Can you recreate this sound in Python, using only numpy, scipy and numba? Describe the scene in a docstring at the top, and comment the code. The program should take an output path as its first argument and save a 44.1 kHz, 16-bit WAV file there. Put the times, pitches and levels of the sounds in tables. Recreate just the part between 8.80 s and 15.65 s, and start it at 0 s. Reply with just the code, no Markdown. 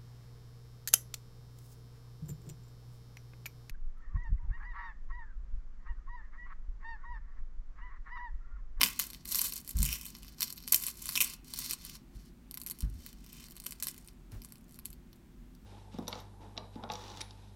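"""Small, bright clinks open the scene: a thin metal chain necklace is drawn over the fingers and picked
apart, close to a phone in a small quiet room. Links knock and bounce back with a very short ring.
They rustle in spurts of tiny contacts as the chain slides or drops, and tick at random as the fingers
work at the knot. The duller part of each contact rings at a pitch set by the grip.
The first hard knocks carry a low thud; later the hands make a few soft, low bumps."""
import sys
import numpy as np
from scipy import signal
from scipy.fft import rfft, irfft
from scipy.io import wavfile
from scipy.ndimage import uniform_filter1d
from numba import njit

SR = 44100
rng = np.random.default_rng(int(sys.argv[2]) if len(sys.argv) > 2 else 0)


def to_wav(sig):
    """Store sig (one row per channel, or 1-D mono) as 16-bit WAV at the path in sys.argv[1].

    Samples outside -1..1 are clipped; the rate is SR.
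    """
    pcm = np.clip(np.atleast_2d(sig), -1, 1) * 32767
    pcm = np.round(pcm).astype(np.int16)
    wavfile.write(sys.argv[1], SR, pcm.T)  # frames by channels


N = 302085
TIME = np.arange(N) / SR
RING_TIME = np.arange(1024) / SR  # seconds within one short ring

# Tone colours: how strong each pitch is next to the others. Columns: pitch_hz, level_db
AIR_COLOUR = [(20, -16.5), (44, 3.5), (70, -11), (115, -14.5), (155, -8.5), (205, -11.5), (250, -8),
              (295, -20.5), (345, -16), (460, -31.5), (800, -32.5), (2000, -37.5), (5000, -44),
              (16000, -47)]  # the room's background
CONTACT_COLOUR = [(300, -39.5), (1500, -42), (3500, -18), (5400, 2.5), (7500, 8.5), (9500, 8), (11600, 8.5),
                  (15800, 1)]  # the first instant of link touching link
SKIN_COLOUR = [(200, -18.5), (350, -11), (550, -27.5), (800, -18), (1080, -3), (1600, -9), (2100, -3.5),
               (2800, -2), (3500, -3.5), (5500, 0.5), (10000, -6.5), (15000, -26)]  # the chain against skin and nails
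# Low thuds: the body of the first hard chain knocks, then soft hand bumps.
# Columns: start_s, level_db, pitch_hz
LOW_THUDS = [(0.013, -44.5, 254.6), (0.031, -45.5, 190.7), (0.949, -24.5, 56.2), (0.991, -20, 51.7),
             (1.0, -39.5, 196.7), (1.019, -34.5, 136), (1.077, -32.5, 56), (3.351, -37, 45.3),
             (4.027, -25.5, 49.5), (4.053, -42, 102.5), (4.11, -41, 50.4), (4.15, -42.5, 75.9),
             (4.336, -44.5, 42.6), (5.523, -40, 100.7), (5.556, -38, 41.95), (6.096, -43.5, 42),
             (6.570, -45.5, 41.2)]
# Fingertips shift their grip. Columns: start_s, length_s, level_db
FINGERTIP_RUBS = [(0.001, 0.071, -43), (4.03, 0.039, -64), (5.51, 0.1, -59)]
# How the grip changes the chain's dull ring. Columns: start_s, length_s, pitch_hz, boost_db
CHAIN_GRIPS = [(0.0, 0.12, 2800, -0.5), (0.49, 0.12, 4240, 7), (1.063, 0.189, 2680, 9.5),
               (1.615, 0.26, 4420, 11), (2.365, 0.074, 2600, 14), (2.72, 0.21, 4360, 8.5),
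               (4.401, 0.22, 2700, -7)]
# The brightest ring of the moving links. Columns: time_s, pitch_hz, boost_db
BRIGHT_RINGS = [(0, 11500, -28), (.55, 11900, 0), (1.1, 11230, -23), (1.7, 12600, 0), (2.85, 8900, -10.5),
                (3.85, 11840, 3.5), (4.25, 8200, -16), (5.2, 9200, -3), (6.1, 11400, -5.5)]
# The tones of one link, damped by the fingers. Columns: pitch_hz, fade_s, level_db
# Every fade_s is the time a sound takes to fall by 60 dB.
LINK_TONES = [(5660, 0.0036, -6), (8200, 0.001, -0.5), (10500, 0.0057, -10), (11400, .003, -5),
              (13200, 0.004, 3.5), (14200, 0.0063, -7)]
# The chain slides over the fingers. Columns: start_s, rise_s, length_s, level_db, dull_offset_db
# Here and below, level_db sets the bright part; adding dull_offset_db gives the dull part.
CHAIN_SLIDES = [(0.0, 0.021, .18, -57, 3.5), (0.2, .04, 0.16, -58.5, -3), (0.35, .02, 0.077, -72.5, 8),
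                (0.449, 0.079, 0.22, -35.5, -5.5), (0.661, 0.015, .13, -47, -3.5),
                (0.812, 0.047, 0.12, -56, -5), (0.95, 0.087, 0.21, -43.5, 0.5),
                (1.144, 0.025, 0.16, -53, -2), (1.282, .02, 0.26, -66.5, 4.5),
                (1.564, 0.029, 0.15, -55.5, 0), (1.74, 0.025, 0.21, -65, 4),
                (1.953, 0.063, 0.15, -44, -3.5), (2.12, 0.14, 0.23, -44, -3.5), (2.41, .04, .125, -47, 0),
                (2.645, .15, .29, -45, 1), (2.93, 0.11, 0.23, -55.5, 4), (3.299, 0.054, 0.19, -70.5, 3.5),
                (3.72, 0.26, .2, -68, -5), (3.926, .02, .12, -68.5, 2), (4.066, 0.18, 0.24, -60.5, 2.5),
                (4.314, 0.25, 0.35, -60, 4.5), (4.653, 0.026, 0.38, -70.5, 1),
                (5.1, .04, 0.21, -67.5, -1.5), (5.55, 0.02, 0.16, -73, 2), (5.87, 0.086, 0.095, -65, -3),
                (6.049, 0.021, 0.096, -75, -1)]
# A slack stretch drops or is pulled straight. 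Columns: start_s, level_db, dull_offset_db, fade_s
CHAIN_JINGLES = [(0.036, -31, -2, 0.25), (0.195, -33, -1, 0.22), (0.759, -47, -1, 0.17),
                 (1.622, -37.5, -1.5, 0.22), (1.879, -47.5, -3, 0.75), (1.921, -24, -12, 0.24),
                 (2.356, -33, -3, .22), (2.407, -26, -4, .17), (4.007, -54, 1, 0.14),
                 (4.865, -49.5, -5, 0.2), (5.03, -41.5, -7, 0.15), (5.074, -39, -3, 0.14),
                 (6.056, -51, -6, 0.13)]
# The fingers work at the knot. Columns: start_s, length_s, level_db
PICKING_SPELLS = [(0.198, .12, -45.5), (0.523, .17, -30.5), (0.868, .06, -41), (0.968, .2, -40),
                  (1.191, .3, -55.5), (1.66, .17, -49), (2.254, .22, -40.5), (2.795, .15, -43),
                  (3.07, .1, -61), (3.828, .09, -43.5), (4.439, .22, -61), (4.674, .29, -48),
                  (5.039, .13, -50), (5.598, .38, -59.5)]
# The clearest knocks of link on link. 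Columns: start_s, level_db, dull_offset_db
LINK_KNOCKS = [(0.0092, -35, 8.5), (0.0138, -17, 1), (0.0324, -14, 2), (0.0376, -21, -15), (0.06, -28.5, 0),
               (0.0861, -34, -1.5), (0.192, -24, -7), (0.1966, -22, -4), (0.3327, -42, -1.5),
               (0.347, -47, 2), (0.4548, -38, -5), (0.523, -30.5, -4), (0.5467, -28, -1.5),
               (0.5874, -27.5, -13), (0.647, -36, -10), (0.723, -34.5, -2.5), (0.7587, -35, -14),
               (0.8766, -37.5, -7.5), (0.8918, -34.5, -13), (0.9097, -38.5, -8.5), (0.9698, -36.5, -11),
               (0.9872, -32, -8.5), (1.02, -32, -5.5), (1.029, -21.5, -9), (1.0522, -28, -16),
               (1.0621, -29, -11), (1.128, -27.5, -3), (1.2125, -39.5, -3.5), (1.2544, -37, -7),
               (1.264, -38, -8), (1.3507, -47.5, 5), (1.431, -46, -1.5), (1.481, -50, 2),
               (1.5839, -58, 7.5), (1.6015, -45, 2), (1.6068, -28, -6.5), (1.6198, -25.5, -3.5),
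               (1.6288, -25, -2), (1.68, -43, -2), (1.7033, -39, -1.5), (1.7255, -36, -6.5),
               (1.7784, -44, -0.5), (1.8381, -49, 0.5), (1.872, -48.5, -15.5), (1.877, -32, -4),
               (1.9219, -21, -16), (1.925, -29, -2), (1.934, -27, -1.5), (1.9445, -15.5, -9.5),
               (2.037, -29.5, -7), (2.0663, -26.5, -10), (2.0752, -35.5, -2.5), (2.0837, -30, -7),
               (2.2567, -33, -12), (2.2685, -38, -4), (2.2908, -31, -2), (2.3272, -50, -12),
               (2.3549, -28, 3.5), (2.3591, -28, -3), (2.3754, -25.5, -0.5), (2.405, -21, -4.5),
               (2.4131, -22, -3), (2.422, -21, -9), (2.4442, -27, -13), (2.7371, -33.5, -2.5),
               (2.7887, -28.5, -9.5), (2.8372, -52, -14), (2.9095, -27, -5.5), (2.9339, -29, -5.5),
               (3.0503, -36.5, -7), (3.097, -43, 1), (3.711, -40.5, -6.5), (3.7421, -36, -10),
               (3.7737, -35, -5), (3.8006, -43, -17), (3.8155, -37, -6.5), (3.8633, -35, -8),
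               (3.873, -36.5, -8), (3.8862, -46, -9), (3.899, -35, -10), (3.9106, -31.5, -7.5),
               (3.988, -46.5, -10), (4.0062, -36.5, -6), (4.0222, -45, -3), (4.0993, -55.5, -7),
               (4.2633, -38.5, -5.5), (4.329, -50.5, -3), (4.4634, -50.5, -2), (4.5296, -44.5, -7),
               (4.641, -46.5, -3.5), (4.709, -46, -4.5), (4.766, -43.5, -6.5), (4.774, -53, 2),
               (4.8005, -40, -7.5), (4.861, -38, -5), (4.8648, -31, -8), (4.9085, -39, -16),
               (4.9223, -37.5, -4.5), (5.0004, -40, -5.5), (5.0251, -28.5, -9), (5.0337, -31, -10),
               (5.0419, -37, -5), (5.0697, -29.5, -5), (5.0843, -33, -5.5), (5.1792, -44, -5.5),
               (5.2753, -47.5, -6), (5.2852, -50, 1.5), (5.519, -51.5, -3.5), (5.6188, -47, -1.5),
               (5.6475, -41, -4.5), (5.6875, -56, -9), (5.7223, -44.5, -6), (5.7561, -53.5, -1.5),
               (5.9094, -56.5, -7), (5.9437, -51.5, -7.5), (5.9895, -43, -4.5), (6.0513, -49, -13),
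               (6.0556, -33, -10.5), (6.103, -48.5, -14), (6.1292, -47.5, -6.5), (6.3301, -55.5, 0.5),
               (6.3584, -62, -10), (6.7504, -59.5, -1)]


def gain(db):
    """Turn decibels into a number to multiply by."""
    return 10 ** (np.asarray(db) / 20)


def unit(x):
    """Scale a sound to an energy of one."""
    return x / np.sqrt(np.sum(x ** 2))


def add(track, start_s, sound):
    """Mix a sound into a track at the given time."""
    i = int(np.clip(start_s * SR, 0, N - 1))
    track[i:i + len(sound)] += sound[:N - i]


def fade(t, fade_s):
    """A level that falls by 60 dB every fade_s seconds."""
    return np.exp(-np.log(1000) * t / fade_s)


def colour_filter(points, size=1024):
    """Make a short click with the tone colour of (pitch_hz, level_db) points, for use as a filter."""
    hz, db = np.transpose(points)
    grid_hz = np.maximum(np.arange(size // 2 + 1) * SR / size, 1)
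    grid_db = np.interp(np.log(grid_hz), np.log(hz), db)
    cepstrum = irfft(np.log(gain(grid_db)))
    # folding this onto its first half packs the energy at the start of the click
    cepstrum[1:size // 2] *= 2
    cepstrum[size // 2 + 1:] = 0
    return unit(irfft(np.exp(rfft(cepstrum))))


def through(x, click):
    """Filter a sound: each sample sets off its own copy of the click."""
    return signal.oaconvolve(x, click)[:len(x)]


def room_air(level_db=-54):
    """The room rumbles low, with a thin hiss above."""
    return gain(level_db) * through(rng.standard_normal(N), colour_filter(AIR_COLOUR, size=16384))


def room_echoes(x, table_db=-11, wall_db=-17, low_fade_s=0.36, high_fade_s=0.19):
    """Add quick echoes from hands and table, then a faint tail that loses its treble first."""
    t = np.arange(SR // 2) / SR
    near, low, high = rng.standard_normal((3, len(t)))
    near = unit(near * fade(t, .04) * (t > .0012))
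    wall_colour = colour_filter([(200, -6.5), (1100, -6.5), (3000, -11.5), (16000, -37)])
    low = through(low, wall_colour) * fade(t, low_fade_s)
    tail = unit((low + high * fade(t, high_fade_s)) * (t > .007))
    return x + through(x, gain(table_db) * near + gain(wall_db) * tail)


def table_echo(x, delay_s=.00195, echo_db=-8, cutoff_hz=5000):
    """The table top sends back a dull copy a moment later, which ripples the tone colour."""
    echo = signal.lfilter(*signal.butter(1, cutoff_hz, fs=SR), x)
    return x + gain(echo_db) * np.pad(echo, (int(delay_s * SR), 0))[:N]


def low_thuds(rise_s=0.0048, fade_s=0.22, scuff_db=-15):
    """A hard chain knock or a soft hand bump sets off a few low swings and a dull scuff."""
    track, t = np.zeros(N), np.arange(SR // 3) / SR
    colour = colour_filter([(30, -1.5), (170, 0.5), (300, -19), (600, -40), (1500, -30.5),
                            (8000, -80.5)], size=4096)
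    swell = (1 - np.exp(-t / rise_s)) ** 2 * fade(t, fade_s)
    swell /= swell.max()
    for start_s, level_db, pitch_hz in LOW_THUDS:
        scuff = gain(scuff_db) * through(rng.standard_normal(len(t)), colour)
        swing = np.sin(2 * np.pi * pitch_hz * t)
        add(track, start_s, gain(level_db) * swell * (scuff - swing))
    return track


def finger_rubs():
    """Fingertips shift their grip with a brief, dull swish."""
    track = np.zeros(N)
    colour = colour_filter([(200, -4), (350, 7), (550, 2), (1300, -2.5), (3000, -10), (12000, -13)])
    for start_s, length_s, level_db in FINGERTIP_RUBS:
        progress = np.linspace(0, 1, int(length_s * SR))
        swish = through(rng.standard_normal(len(progress)), colour)
        add(track, start_s, gain(level_db) * np.sin(np.pi * np.sqrt(progress)) * swish)
    return track


@njit
def resonate(x, pitch_hz, width_hz):
    """Keep only the band of sound around a moving pitch."""
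    y, band, low = np.empty(len(x)), 0., 0.
    for i in range(len(x)):
        tuning, damping = np.tan(np.pi * pitch_hz[i] / SR), width_hz / pitch_hz[i]
        swing = (band + tuning * (x[i] + 1e-18 - low)) / (1 + tuning * (tuning + damping))
        band = 2 * swing - band
        low += 2 * tuning * swing
        y[i] = damping * swing
    return y


def grip_ring(dull, free_hz=4360., free_db=3.5, pinch_s=0.018, width_hz=520., upper_hz=5500.):
    """The held chain rings at two pitches; the lower follows the grip and is lowest when pinched."""
    pitch_hz, boost_db = np.full(N, free_hz), np.full(N, free_db)
    for start_s, length_s, grip_hz, grip_db in CHAIN_GRIPS:
        inside_s = np.minimum(TIME - start_s, start_s + length_s - TIME)
        grip = np.clip(1 + inside_s / pinch_s, 0, 1)
        pitch_hz += grip * (grip_hz - free_hz)
        boost_db += grip * (grip_db - free_db)
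    lower = resonate(dull, pitch_hz, width_hz)
    upper = gain(-5) * resonate(dull, np.full(N, upper_hz), width_hz)
    boost = gain(boost_db)
    return (dull + boost * (lower + upper)) / (1 + .26 * boost)


def bright_ring(bright, width_hz=2300.):
    """Different stretches of the chain favour different parts of the treble."""
    time_s, pitch_hz, boost_db = np.transpose(BRIGHT_RINGS)
    ring = resonate(bright, np.interp(TIME, time_s, pitch_hz), width_hz)
    boost = gain(np.interp(TIME, time_s, boost_db))
    return (bright + boost * ring) / (1 + 0.25 * boost)


def link_tick(crack, detune=0.012, scatter_db=2, ring_db=-8.5):
    """A hard crack and a short ring; each link has its own size and is struck at its own spot."""
    pitch_hz, fade_s, level_db = np.transpose(LINK_TONES)[:, :, None]
    size, spot = rng.standard_normal((2, len(pitch_hz), 1))
    signs = rng.choice([-1, 1], (len(pitch_hz), 1))
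    strength = signs * gain(level_db + scatter_db * spot) / np.sqrt(fade_s)
    tones = np.sin(2 * np.pi * pitch_hz * (1 + detune * size) * RING_TIME)
    ring = np.sum(strength * tones * fade(RING_TIME, fade_s), axis=0)
    return unit(crack + gain(ring_db) * unit(ring))


def chain_motion(onset_db=-18, stop_fade_s=0.095, jingle_rise_s=.004):
    """Bright and dull levels over time: slides speed up, hold and stop; jingles jump up and fade."""
    bright_power, dull_power = np.zeros((2, N))
    t = TIME[:SR]

    def add_move(start_s, shape, level_db, dull_offset_db):
        add(bright_power, start_s, (gain(level_db) * shape) ** 2)
        add(dull_power, start_s, (gain(level_db + dull_offset_db) * shape) ** 2)

    for start_s, rise_s, length_s, level_db, dull_offset_db in CHAIN_SLIDES:
        speed_up = gain(onset_db * np.maximum(1 - t / rise_s, 0))
        stop = fade(np.maximum(t - length_s, 0), stop_fade_s)
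        add_move(start_s, speed_up * stop, level_db, dull_offset_db)
    for start_s, level_db, dull_offset_db, fade_s in CHAIN_JINGLES:
        add_move(start_s, np.minimum(t / jingle_rise_s, 1) * fade(t, fade_s), level_db, dull_offset_db)
    return np.sqrt([bright_power, dull_power])


def catch_and_slip(slips_per_s=110, fade_s=0.023, depth=0.43):
    """Links catch and slip one after another, so the rustle's level comes in uneven spurts."""
    slips = (rng.random(N) < slips_per_s / SR) * (.5 + rng.random(N))
    spurts = np.maximum(through(slips, fade(TIME[:SR // 8], fade_s)), 0)
    average = uniform_filter1d(spurts, size=2200)
    return 1 - depth + depth * spurts / (average + .02)


def tiny_hits(per_s, spread_db):
    """Random tiny impacts, many weak and few strong, evened out to a power near one."""
    happens = rng.random(N) < per_s / SR
    sizes = gain(spread_db * np.minimum(rng.exponential(size=N), 4))
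    hits = happens * sizes * rng.choice([-1, 1], N)
    power = np.maximum(uniform_filter1d(hits ** 2, size=1300), 0)
    return hits / np.sqrt(power + 1e-3)


def chain_rustle(link_count=16, hits_per_s=4200, reference_db=-45, skin_hits_per_s=4000):
    """Bright ticks crowd into a rustle as the chain slides faster; it also rubs dully over the skin."""
    bright_level, dull_level = chain_motion()
    per_s = hits_per_s * (bright_level / gain(reference_db)) ** .45
    spurts = catch_and_slip()
    hits, crack = tiny_hits(per_s, spread_db=4), colour_filter(CONTACT_COLOUR)
    struck_link = rng.integers(0, link_count, N)
    ticks = sum(through(hits * (struck_link == link), link_tick(crack)) for link in range(link_count))
    skin_hits = tiny_hits(per_s + skin_hits_per_s, spread_db=3.9)
    rubbing = through(skin_hits + gain(-4.5) * hits, colour_filter(SKIN_COLOUR))
    return np.array([bright_level * spurts * ticks, dull_level * np.sqrt(spurts / 2) * rubbing])


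def loose_link_rows(ticks_per_s=42, spread_db=4, dull_offset_db=-8):
    """Loose links tick at uneven times while the fingers work; gives rows like those of LINK_KNOCKS."""
    rows = []
    for start_s, length_s, level_db in PICKING_SPELLS:
        chance = rng.random((64, 3))
        times = start_s + np.cumsum(.3 + 1.4 * chance[:, 0]) / ticks_per_s
        scatter_db = spread_db * np.sqrt(12) * (chance[:, 1:] - .5)
        for time_s, (level_change, dull_change) in zip(times, scatter_db):
            if time_s < start_s + length_s:
                rows.append((time_s, level_db + level_change, dull_offset_db + dull_change))
    return rows


def link_chatter(jolt_db, jolt_fade_s=0.006, rise_s=.0007):
    """Two links meet at a few points in about a millisecond; the jolt runs on through their neighbours."""
    meeting, jolt = rng.standard_normal((2, len(RING_TIME)))
    meeting = unit(meeting * np.minimum(RING_TIME / rise_s, 1) * fade(RING_TIME, .003))
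    jolt = unit(jolt * np.abs(jolt) * fade(RING_TIME, jolt_fade_s))
    return meeting + gain(jolt_db) * jolt


def link_knocks(rows, lead_in_s=0.0025, lead_in_db=-22.5, bounce_s=0.0049, bounce_db=-9):
    """A link knocks and bounces twice, weaker each time; gives the bright and dull parts."""
    bright, dull = np.zeros((2, N))
    crack, skin = colour_filter(CONTACT_COLOUR), colour_filter(SKIN_COLOUR)
    scale = np.sqrt(.003 * SR)  # makes level_db the level of a knock's energy spread over 3 ms
    lead_samples = int(lead_in_s * SR)
    lead_s = lead_samples / SR
    for start_s, level_db, dull_offset_db in rows:
        push = np.zeros(2 * len(RING_TIME))
        # a faint, brief hiss swells into each knock and softens its start
        hiss = rng.standard_normal(len(RING_TIME))[:lead_samples] * np.linspace(0, 1, lead_samples)
        push[:lead_samples] = gain(lead_in_db) * unit(hiss)
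        jolt_db = -4 + 0.11 * max(level_db + 46, 0)  # a harder knock shakes the neighbours more
        delay_s = lead_s
        for bounce in range(3):
            add(push, delay_s, gain(bounce * bounce_db) * link_chatter(jolt_db))
            delay_s += bounce_s * (.5 + rng.random())
        tick, clack = unit(through(push, link_tick(crack))), unit(through(push, skin))
        add(bright, start_s - lead_s, scale * gain(level_db) * tick)
        add(dull, start_s - lead_s, scale * gain(level_db + dull_offset_db) * clack)
    return np.array([bright, dull])


def scene():
    """Mix the chain and its echoes with thuds, finger rubs and the room's background, in one channel."""
    bright, dull = link_knocks(LINK_KNOCKS) + chain_rustle() + link_knocks(loose_link_rows())
    chain = bright_ring(bright) + grip_ring(dull)
    chain = room_echoes(table_echo(chain))
    return (chain + low_thuds() + finger_rubs() + room_air())[None]


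def record(dry, dip_hz=10450, dip_sharpness=14, dip_depth=0.46, top_hz=15800):
    """The phone's microphone has a narrow dip in the treble, and the very top is cut."""
    dipped = signal.lfilter(*signal.iirnotch(dip_hz, dip_sharpness, fs=SR), dry)
    heard = dry + dip_depth * (dipped - dry)
    return signal.sosfilt(signal.ellip(8, .2, 70, top_hz, fs=SR, output="sos"), heard)


dry = scene()
out = record(dry)
to_wav(out)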